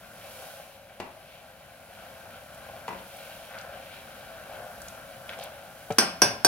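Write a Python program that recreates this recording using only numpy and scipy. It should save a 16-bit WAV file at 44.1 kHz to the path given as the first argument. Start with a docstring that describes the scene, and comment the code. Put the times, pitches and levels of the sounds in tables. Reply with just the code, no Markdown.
"""Sugar glaze boils and sizzles in a steel saucepan over the low rush of a gas burner, in a small kitchen.
Random bubble ticks sound the pan's air, fry and hiss; tilting the pan makes the sizzle swell and sink.
The pan bumps on its support, made of dull noise and low steel tones. Glaze spits, large bubbles pop and the
pan bumps again. A silicone spatula then stirs, adding crackle made of tiny bursts. Near the end it
thuds on the wall with damped tones, and its handle raps the rim three times with noise and ringing tones."""
import sys
import numpy as np
from scipy import signal
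from scipy.fft import rfft, irfft, next_fast_len
from scipy.io import wavfile
from scipy.ndimage import map_coordinates

SR = 44100
rng = np.random.default_rng(int(sys.argv[2]) if len(sys.argv) > 2 else 0)


def pcm_store(signal):
    """Save signal as 16-bit PCM."""
    levels = np.round(np.clip(np.atleast_2d(signal), -1, 1) * 32767)
    wavfile.write(sys.argv[1], SR, levels.astype(np.int16).T)


N = 285327

# How hard the glaze boils. Each row: time in seconds, strength in dB.
BOIL_STRENGTH = [(0, -52.5), (0.45, -52.5), (0.8, -56), (1.25, -55), (1.55, -55.5), (1.82, -54),
                 (2.05, -51), (2.42, -51.5), (2.75, -49), (3.05, -52), (3.45, -51), (4.1, -50),
                 (4.75, -48.5), (5.15, -50.5), (5.45, -49), (5.7, -51.5)]
STEADY_DB = -51  # strength of a steady boil
# Each layer in a steady boil: level in dB before other lifts, dB gained per dB of strength.
BIG_BUBBLES, SMALL_BUBBLES, FRY, SPRAY, RUSH = (-51.5, 0.96), (-55.7, 1.35), (-57.5, 0.59), (-55, 0.82), (-55.5, 0.92)
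# Tone colour of the burner. Each row: frequency in Hz, relative level in dB per Hz.
BURNER_COLOUR = [(20, -56), (40, -2.5), (70, 2), (130, 1), (210, 0.5), (340, -9.5), (600, -20.5),
                 (2000, -9.5), (8000, -49)]
# Tone colour of small bursting bubbles. Each row: frequency in Hz, relative level in dB per Hz.
FRYING_COLOUR = [(500, -11.5), (1000, -11.5), (1750, -8), (2050, -7), (2330, 2.5), (2500, -2.5),
                 (2680, 0.5), (2850, -2), (3080, -.5), (3500, -5.5), (4200, -6.5), (6000, -21),
                 (9000, -22.5)]
# Tone colour of the finest spray. Each row: frequency in Hz, relative level in dB per Hz.
SIZZLE_COLOUR = [(1200, -27), (3000, -6), (5500, -4), (7700, -7.5), (9300, -4), (10800, -1), (13500, -5),
                 (15800, -6.5)]
# Air resonances sounded by big bubbles. Each row: centre in Hz, width in Hz, relative level in dB.
DEEP_AIR = [(548.6, 83, 1), (707, 100, 2), (817.4, 85, -1), (1100, 166, -13)]
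# Air resonances sounded by small bubbles. Each row: centre in Hz, width in Hz, relative level in dB.
SHALLOW_AIR = [(1036, 330, -12.5), (1387, 136, 0), (1551, 131, 0.5), (1790, 320, -13)]
# The pan tilts and glaze runs over bare hot steel. Each row: crest in seconds, half width in seconds,
# bubbling lift in dB, frying lift in dB, sizzle lift in dB.
SLOSHES = [(0.43, 0.25, 3, 5.5, 8), (1.28, 0.081, 1, 3.5, 0), (2.01, .05, 2, 4, 0),
           (3.25, 0.28, 1.5, 6.5, 4.5), (4.0, .28, -0.5, 5, 0.4), (4.88, 0.11, 0.5, 0, 2.5),
           (5.85, .13, -0.5, -1.5, 2)]
# The blade drags through the glaze. Each row: start in seconds, length in seconds, big bubble lift in dB,
# small bubble lift in dB, crackle level in dB, crackle centre in Hz.
DRAGS = [(3.49, 0.13, 3.5, 9.5, -51, 2300), (3.615, 0.18, 5, 5, -58, 2300), (4.459, 0.2, 5, 0.5, -58, 1210),
         (5.276, 0.082, 5, 4, -44, 2480), (5.377, 0.092, 4, 1, -45.5, 3300)]
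# The pan bumps on its support. Each row: start in seconds, relative level in dB, extra ring in dB,
# extra weight in the bass in dB.
BUMPS = [(1.0004, -22.5, 0, 5), (2.879, -22, -4, 1), (2.887, -28.5, 8, 11.5), (2.926, -33, 2, 17)]
# Tone colour of a bump, before its bass weight. Each row: frequency in Hz, relative level in dB per Hz.
BUMP_COLOUR = [(30, -26), (70, -19.5), (130, -9.5), (190, -5), (280, -5.5), (360, 3), (480, -3),
               (650, -0.5), (1000, 1.5), (1300, -8.5), (2400, -8), (3600, -17), (6000, -20.5), (14000, -33)]
# The steel pan's ringing tones. Each row: frequency in Hz, relative level in dB,
# seconds to fade by 60 dB when left to ring.
STEEL_MODES = [(184, -16.0, 0.36), (325, -13, 0.3), (357, -11.0, 0.33), (479, -18.0, 0.3),
               (678, -10.0, 0.36), (828, -12.0, 0.33), (1027, -12.0, 0.36), (1081, -14.0, 0.36),
               (1525, -9, 0.25), (1588, -6.0, 0.36), (2470, -15.0, 0.5), (3457, -13.0, 0.5),
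               (4297, -18.0, 0.59), (4857, -8.0, 0.3), (4992, -7.0, 0.34), (5175, -4.5, 0.37),
               (5344, -7.5, 0.44), (5667, -8.0, 0.34), (5853, -1.0, 0.24), (8345, -19.0, 0.31),
               (8646, -12.0, 0.31), (8721, -11.0, 0.26), (8817, -14.0, 0.28), (9117, -19.0, 0.32),
               (9788, -22.0, 0.3), (11423, -13.0, 0.23), (13161, -33.0, 0.39), (14260, -33.0, 0.38)]
# Short wet spits. Each row: start in seconds, relative level in dB, centre in Hz.
SPITS = [(2.546, -42, 9050), (3.168, -42, 10000), (3.586, -34.5, 4700), (3.612, -38, 5500),
         (4.818, -35, 8500), (4.883, -31.5, 7000), (5.2924, -29, 2740), (5.389, -40, 7400),
         (5.429, -35, 4000), (5.438, -31.5, 11500), (5.922, -31, 6000)]
SPIT_S = 0.031  # seconds for a spit to fade by 60 dB
# Single large bubbles burst. Each row: start in seconds, level in dB before the room is added.
POPS = [(2.696, -33), (3.647, -34), (4.644, -33), (5.389, -31)]
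# The soft blade meets the wall. Each row: start in seconds, relative level in dB.
THUDS = [(5.9041, -14)]
# The wall's tones under the blade. Each row: frequency in Hz, relative level in dB, seconds to fade by 60 dB.
DAMPED_MODES = [(109, -14, 0.22), (448, 4, 0.085), (584, 4, 0.059), (737, 5, 0.072), (1315, -11, 0.13),
                (1730, -21, 0.096), (2340, -11.5, 0.058)]
# Tone colour of the thud's push. Each row: frequency in Hz, relative level in dB per Hz.
THUD_COLOUR = [(50, -18), (110, 0), (220, -3.5), (300, -17), (700, -13), (1200, -19), (2800, -19.5),
               (4000, -28), (7000, -35), (14000, -40)]
# The handle raps the rim. Each row: start in seconds, relative level in dB, favoured frequency in Hz.
RAPS = [(5.984, -4.5, 5310), (6.218, -4.5, 5850), (6.4471, -4.5, 4950)]
# Tone colour of a rap's clack. Each row: frequency in Hz, relative level in dB per Hz.
RAP_COLOUR = [(30, -48), (70, -12.5), (160, -7.5), (310, -2), (480, -3.5), (700, 0), (1200, -6.5),
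              (1550, -6), (1850, -10), (3900, -13.5), (5300, -5.5), (7500, -17.5), (8700, -5.5),
              (15800, -22.5)]
# How long the kitchen's tail lasts. Each row: frequency in Hz, seconds to fade by 60 dB.
KITCHEN_FADE = [(100, 0.96), (260, 0.26), (700, 0.5), (1840, 0.43), (4850, 0.39), (12800, 0.27)]
# Tone colour of the kitchen's tail. Each row: frequency in Hz, relative level in dB.
KITCHEN_COLOUR = [(100, -1.5), (700, -0.5), (2000, 1), (5000, -4), (12000, -10)]
# Likeness of left and right at the source. Each row: frequency in Hz, likeness from 0 to 1.
SOURCE_ALIKE = [(60, 0.8), (130, 1), (290, 0.82), (640, 1), (1410, 0.98), (3100, 0.89), (6000, 0.086)]
# Likeness of left and right in the kitchen's tail. Each row: frequency in Hz, likeness from 0 to 1.
ROOM_ALIKE = [(60, .8), (130, 1), (290, 0.97), (640, 0.86), (1410, 0.045), (2500, 0.057)]
# How the pan leans to one side. 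Each row: frequency in Hz, left minus right in dB.
LEAN = [(100, 2.5), (400, 3), (1300, 2), (2400, 2), (4400, -1), (8000, -1), (15000, -2)]
LEFT_LEAD = .00006  # seconds by which the left channel leads the right
TOP_HZ = 15900  # upper limit of the sound


def amp(db):
    """Turn decibels into a gain."""
    return 10 ** (np.asarray(db) / 20)


def unit(x):
    """Scale to an average strength (rms) of 1."""
    return x / np.sqrt(np.mean(x ** 2) + 1e-20)


def along(points, hz):
    """Read a value between (Hz, value) points, on a log frequency axis."""
    f, v = np.transpose(points)
    return np.interp(np.log(hz + 1), np.log(f + 1), v)


def curves(rows):
    """Give one value per sample for each column after the time."""
    s, *columns = np.transpose(rows)
    return [np.interp(np.arange(N) / SR, s, column) for column in columns]


def wobble(rate):
    """Draw a smooth random curve through this many random points a second."""
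    knots = rng.standard_normal(int(N * rate / SR) + 4)
    return map_coordinates(knots, [np.arange(N) * rate / SR])


def fade(t, t60):
    """Die away steadily, by 60 dB in t60 seconds."""
    return np.exp(-np.log(1000) * t / t60)


def filtered(x, response):
    """Multiply the spectrum of x by a response that depends on frequency."""
    n = x.shape[-1]
    padded = next_fast_len(n + SR // 4)
    spectrum = rfft(x, padded) * response(np.fft.rfftfreq(padded, 1 / SR))
    return irfft(spectrum, padded)[..., :n]


def coloured(x, points, size=4096):
    """Shape tone by (Hz, dB) points, with a filter that never sounds ahead of its input."""
    gain = amp(along(points, np.fft.rfftfreq(size, 1 / SR)))
    cepstrum = irfft(np.log(gain))
    # folding the cepstrum forward gives the minimum-phase filter
    cepstrum[1:size // 2] *= 2
    cepstrum[size // 2 + 1:] = 0
    impulse = irfft(np.exp(rfft(cepstrum)))
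    return signal.fftconvolve(x, impulse[None], axes=1)[:, :x.shape[1]]


def spread(pair, alike=SOURCE_ALIKE):
    """Blend two unrelated signals into left and right with a chosen likeness at each frequency."""
    def mix(hz):
        angle = np.arccos(np.clip(along(alike, hz), -1, 1)) / 2
        return np.array([np.cos(angle), np.sin(angle)])
    mid, side = filtered(pair, mix)
    return np.array([mid + side, mid - side])


def noise(points, envelope):
    """Make stereo noise that follows an envelope and is then coloured."""
    white = spread(rng.standard_normal((2, len(envelope)))) * envelope
    return unit(coloured(white, points)) * np.sqrt(np.mean(envelope ** 2))


def add(track, s, sound):
    """Mix a sound into the track at s seconds."""
    part = track[:, round(s * SR):][:, :sound.shape[-1]]
    part += sound[..., :part.shape[1]]


def bursts(per_second, scatter_db, size=N):
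    """Bursting bubbles make random pressure ticks of scattered strength and either sign."""
    happens = rng.random((2, size)) < per_second / SR
    strength = amp(scatter_db * np.clip(rng.standard_normal((2, size)), -2.2, 2.2))
    sign = rng.choice([-1, 1], (2, size))
    return spread(happens * strength * sign)


def cavity(modes, hz):
    """The air in the pan responds most strongly near its resonances."""
    total = 0
    for k, (centre, width, db) in enumerate(modes):
        damping = 1j * hz * width
        resonance = damping / (centre * centre - hz * hz + damping)
        total = total + (-1) ** k * amp(db) * resonance
    return total


def arch(t, length):
    """The force of a stroke rises quickly, stays broad and falls quickly."""
    return np.sqrt(np.abs(np.sin(np.pi * np.clip(t / length, 0, 1))))


def boil_level(layer):
    """A layer's level in dB follows the strength of the boil."""
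    strength_db, = curves(BOIL_STRENGTH)
    db, growth = layer
    return db + growth * (strength_db - STEADY_DB)


def crackle(hz, per_second, scatter_db):
    """Half a second of tiny bursts around one pitch, scaled to rms 1."""
    band = [(hz / 4, -26), (hz / 2, -6), (hz, 0), (hz * 1.45, -6), (hz * 3, -28)]  # (Hz, dB)
    return unit(coloured(bursts(per_second, scatter_db, size=SR // 2), band))


def ring(modes, t, emphasis_db=0):
    """Fading tones reach left and right each at its own strength and phase."""
    hz, db, t60 = np.transpose(modes)
    level = amp(db + emphasis_db + 1.5 * rng.standard_normal((2, len(hz))))
    phase = rng.standard_normal(level.shape) * np.minimum(hz / 3500, .6)
    waves = np.sin(2 * np.pi * hz[:, None] * t + phase[..., None]) * fade(t, t60[:, None])
    return np.sum(level[..., None] * waves, axis=1)


def kitchen(x, wet_db):
    """The room adds a tail of fading noise, with its own fading time at each frequency."""
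    white = spread(rng.standard_normal((2, SR * 3 // 4)), ROOM_ALIKE)
    hz, t, z = signal.stft(white, SR, nperseg=256)
    z = z * fade(t, along(KITCHEN_FADE, hz)[:, None]) * (1 - np.exp(-t / 0.0065))
    tail = signal.istft(z, SR, nperseg=256)[1]
    tail = coloured(tail / np.linalg.norm(tail[0]), KITCHEN_COLOUR)
    return x + amp(wet_db) * signal.fftconvolve(x, tail, axes=1)[:, :x.shape[1]]


def burner():
    """Flame and pan give a low rush of noise, which grows with the boil."""
    return noise(BURNER_COLOUR, amp(boil_level(RUSH)))


def glaze():
    """Big and small bubbles sound the pan's air, small ones also fry, and the finest spray hisses on steel."""
    t = np.arange(N) / SR
    # tilting lifts or lowers the bubbling, frying and sizzle; stirring lifts the bubbles
    tilts = [np.outer(lifts, np.exp(-((t - s) / width) ** 2)) for s, width, *lifts in SLOSHES]
    bubbling_db, frying_db, sizzle_db = sum(tilts)
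    strokes = [np.outer(lifts, arch(t - s, length)) for s, length, *lifts, _, _ in DRAGS]
    big_db, small_db = sum(strokes)

    big = unit(filtered(bursts(per_second=800, scatter_db=3), lambda hz: cavity(DEEP_AIR, hz)))
    small = unit(filtered(bursts(per_second=1200, scatter_db=4), lambda hz: cavity(SHALLOW_AIR, hz)))
    frying = unit(coloured(bursts(per_second=2500, scatter_db=5.0), FRYING_COLOUR))
    sizzle = unit(coloured(bursts(per_second=7000, scatter_db=3), SIZZLE_COLOUR))

    boil = amp(boil_level(BIG_BUBBLES) + bubbling_db + big_db + 0.53 * wobble(11)) * big
    boil += amp(boil_level(SMALL_BUBBLES) + bubbling_db + small_db + 0.45 * wobble(13)) * small
    boil += amp(boil_level(FRY) + frying_db + 1.4 * wobble(18)) * frying
    boil += amp(boil_level(SPRAY) + sizzle_db + 0.57 * wobble(4.9)) * sizzle
    return kitchen(boil, wet_db=-5.0)


def bumps():
    """The loaded pan knocks dully on the burner's support and stirs mainly its low tones."""
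    out, t = np.zeros((2, N)), np.arange(SR * 2 // 3) / SR
    mode_hz = np.transpose(STEEL_MODES)[0]
    # a soft knock excites high tones less: (Hz, dB)
    softness_db = along([(180, 1), (400, -1.5), (1000, -9), (3000, -29), (6000, -32)], mode_hz)
    bass = lambda hz: 1 / (1 + (hz / 260) ** 4)
    for s, db, ring_db, weight_db in BUMPS:
        colour = [(hz, level + weight_db * bass(hz)) for hz, level in BUMP_COLOUR]
        knock = noise(colour, fade(t, t60=0.048) * (1 - np.exp(-t / 0.00045)))
        add(out, s, kitchen(amp(db - 4.5) * knock, wet_db=-1))
        steel = ring(STEEL_MODES, t, softness_db + weight_db * bass(mode_hz))
        add(out, s, amp(db + ring_db - 16) * steel * (1 - np.exp(-t / 0.006)))
    return out


def spits():
    """Glaze on hot steel flashes into short spits of steam and crackles along each stroke."""
    out, t = np.zeros((2, N)), np.arange(SR // 2) / SR
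    for s, length, _, _, db, hz in DRAGS:
        add(out, s, amp(db) * arch(t, length) * crackle(hz, per_second=400, scatter_db=2.5))
    for s, db, hz in SPITS:
        add(out, s, amp(db - 5.0) * fade(t, SPIT_S) * crackle(hz, per_second=6300, scatter_db=2.0))
    return kitchen(out, wet_db=-7)


def pops():
    """A large bubble bursts and rings the air in the pan once."""
    out, tick = np.zeros((2, N)), signal.unit_impulse(SR // 4)
    pop = filtered(tick, lambda hz: cavity(DEEP_AIR, hz))
    for s, db in POPS:
        add(out, s, amp(db) * pop / np.abs(pop).max())
    return kitchen(out, wet_db=-5)


def thuds():
    """Silicone pressed on the wall gives a low push and sounds a few tones, which it damps quickly."""
    out, t = np.zeros((2, N)), np.arange(SR // 2) / SR
    onset = 1 - np.exp(-t / .0007)
    for s, db in THUDS:
        wall = amp(db - 11.5) * ring(DAMPED_MODES, t) * onset
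        push = amp(db - 14) * noise(THUD_COLOUR, fade(t, t60=0.1) * onset)
        add(out, s, kitchen(wall + push, wet_db=-18))
    return out


def raps():
    """The stiff handle cracks on the rim, rattles the pan on its support and leaves the steel ringing."""
    out, t = np.zeros((2, N)), np.arange(SR * 2 // 3) / SR
    mode_hz = np.transpose(STEEL_MODES)[0]
    # how the hard handle favours each tone: (Hz, dB)
    hardness_db = along([(3500, -1), (4800, 1.5), (8700, 3), (11400, 0)], mode_hz)
    onset = 1 - np.exp(-t / .001)
    contact = 1 + 3.65 * fade(t, t60=0.089)  # the ring drops fast while the handle still touches
    for s, db, favoured_hz in RAPS:
        # a sharp crack with a weaker, longer rattle
        clack = noise(RAP_COLOUR, onset * (fade(t, t60=0.016) + amp(-11.5) * fade(t, t60=0.14)))
        add(out, s, kitchen(amp(db - 2.5) * clack, wet_db=-1.5))
        # each spot on the rim favours other tones
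        spot_db = 5 * np.exp(-((mode_hz - favoured_hz) / 150) ** 2)
        steel = amp(db - 22) * ring(STEEL_MODES, t, hardness_db + spot_db) * onset
        add(out, s, kitchen(steel * contact, wet_db=-15))
    return out


def scene():
    """Everything happens at the pan, which leans left except in the treble and reaches the left first."""
    stove = burner() + glaze() + bumps() + spits() + pops() + thuds() + raps()
    sides = np.array([[1], [-1]]) / 2

    def place(hz):
        level = amp(sides * along(LEAN, hz))
        return level * np.exp(2j * np.pi * hz * sides * LEFT_LEAD)
    return filtered(stove, place)


def record(dry):
    """Clip peaks at full scale, then cut steeply above the upper limit."""
    return filtered(np.clip(dry, -1, 1), lambda hz: 1 / np.sqrt(1 + (hz / TOP_HZ) ** 240))


dry = scene()
out = record(dry)
pcm_store(out)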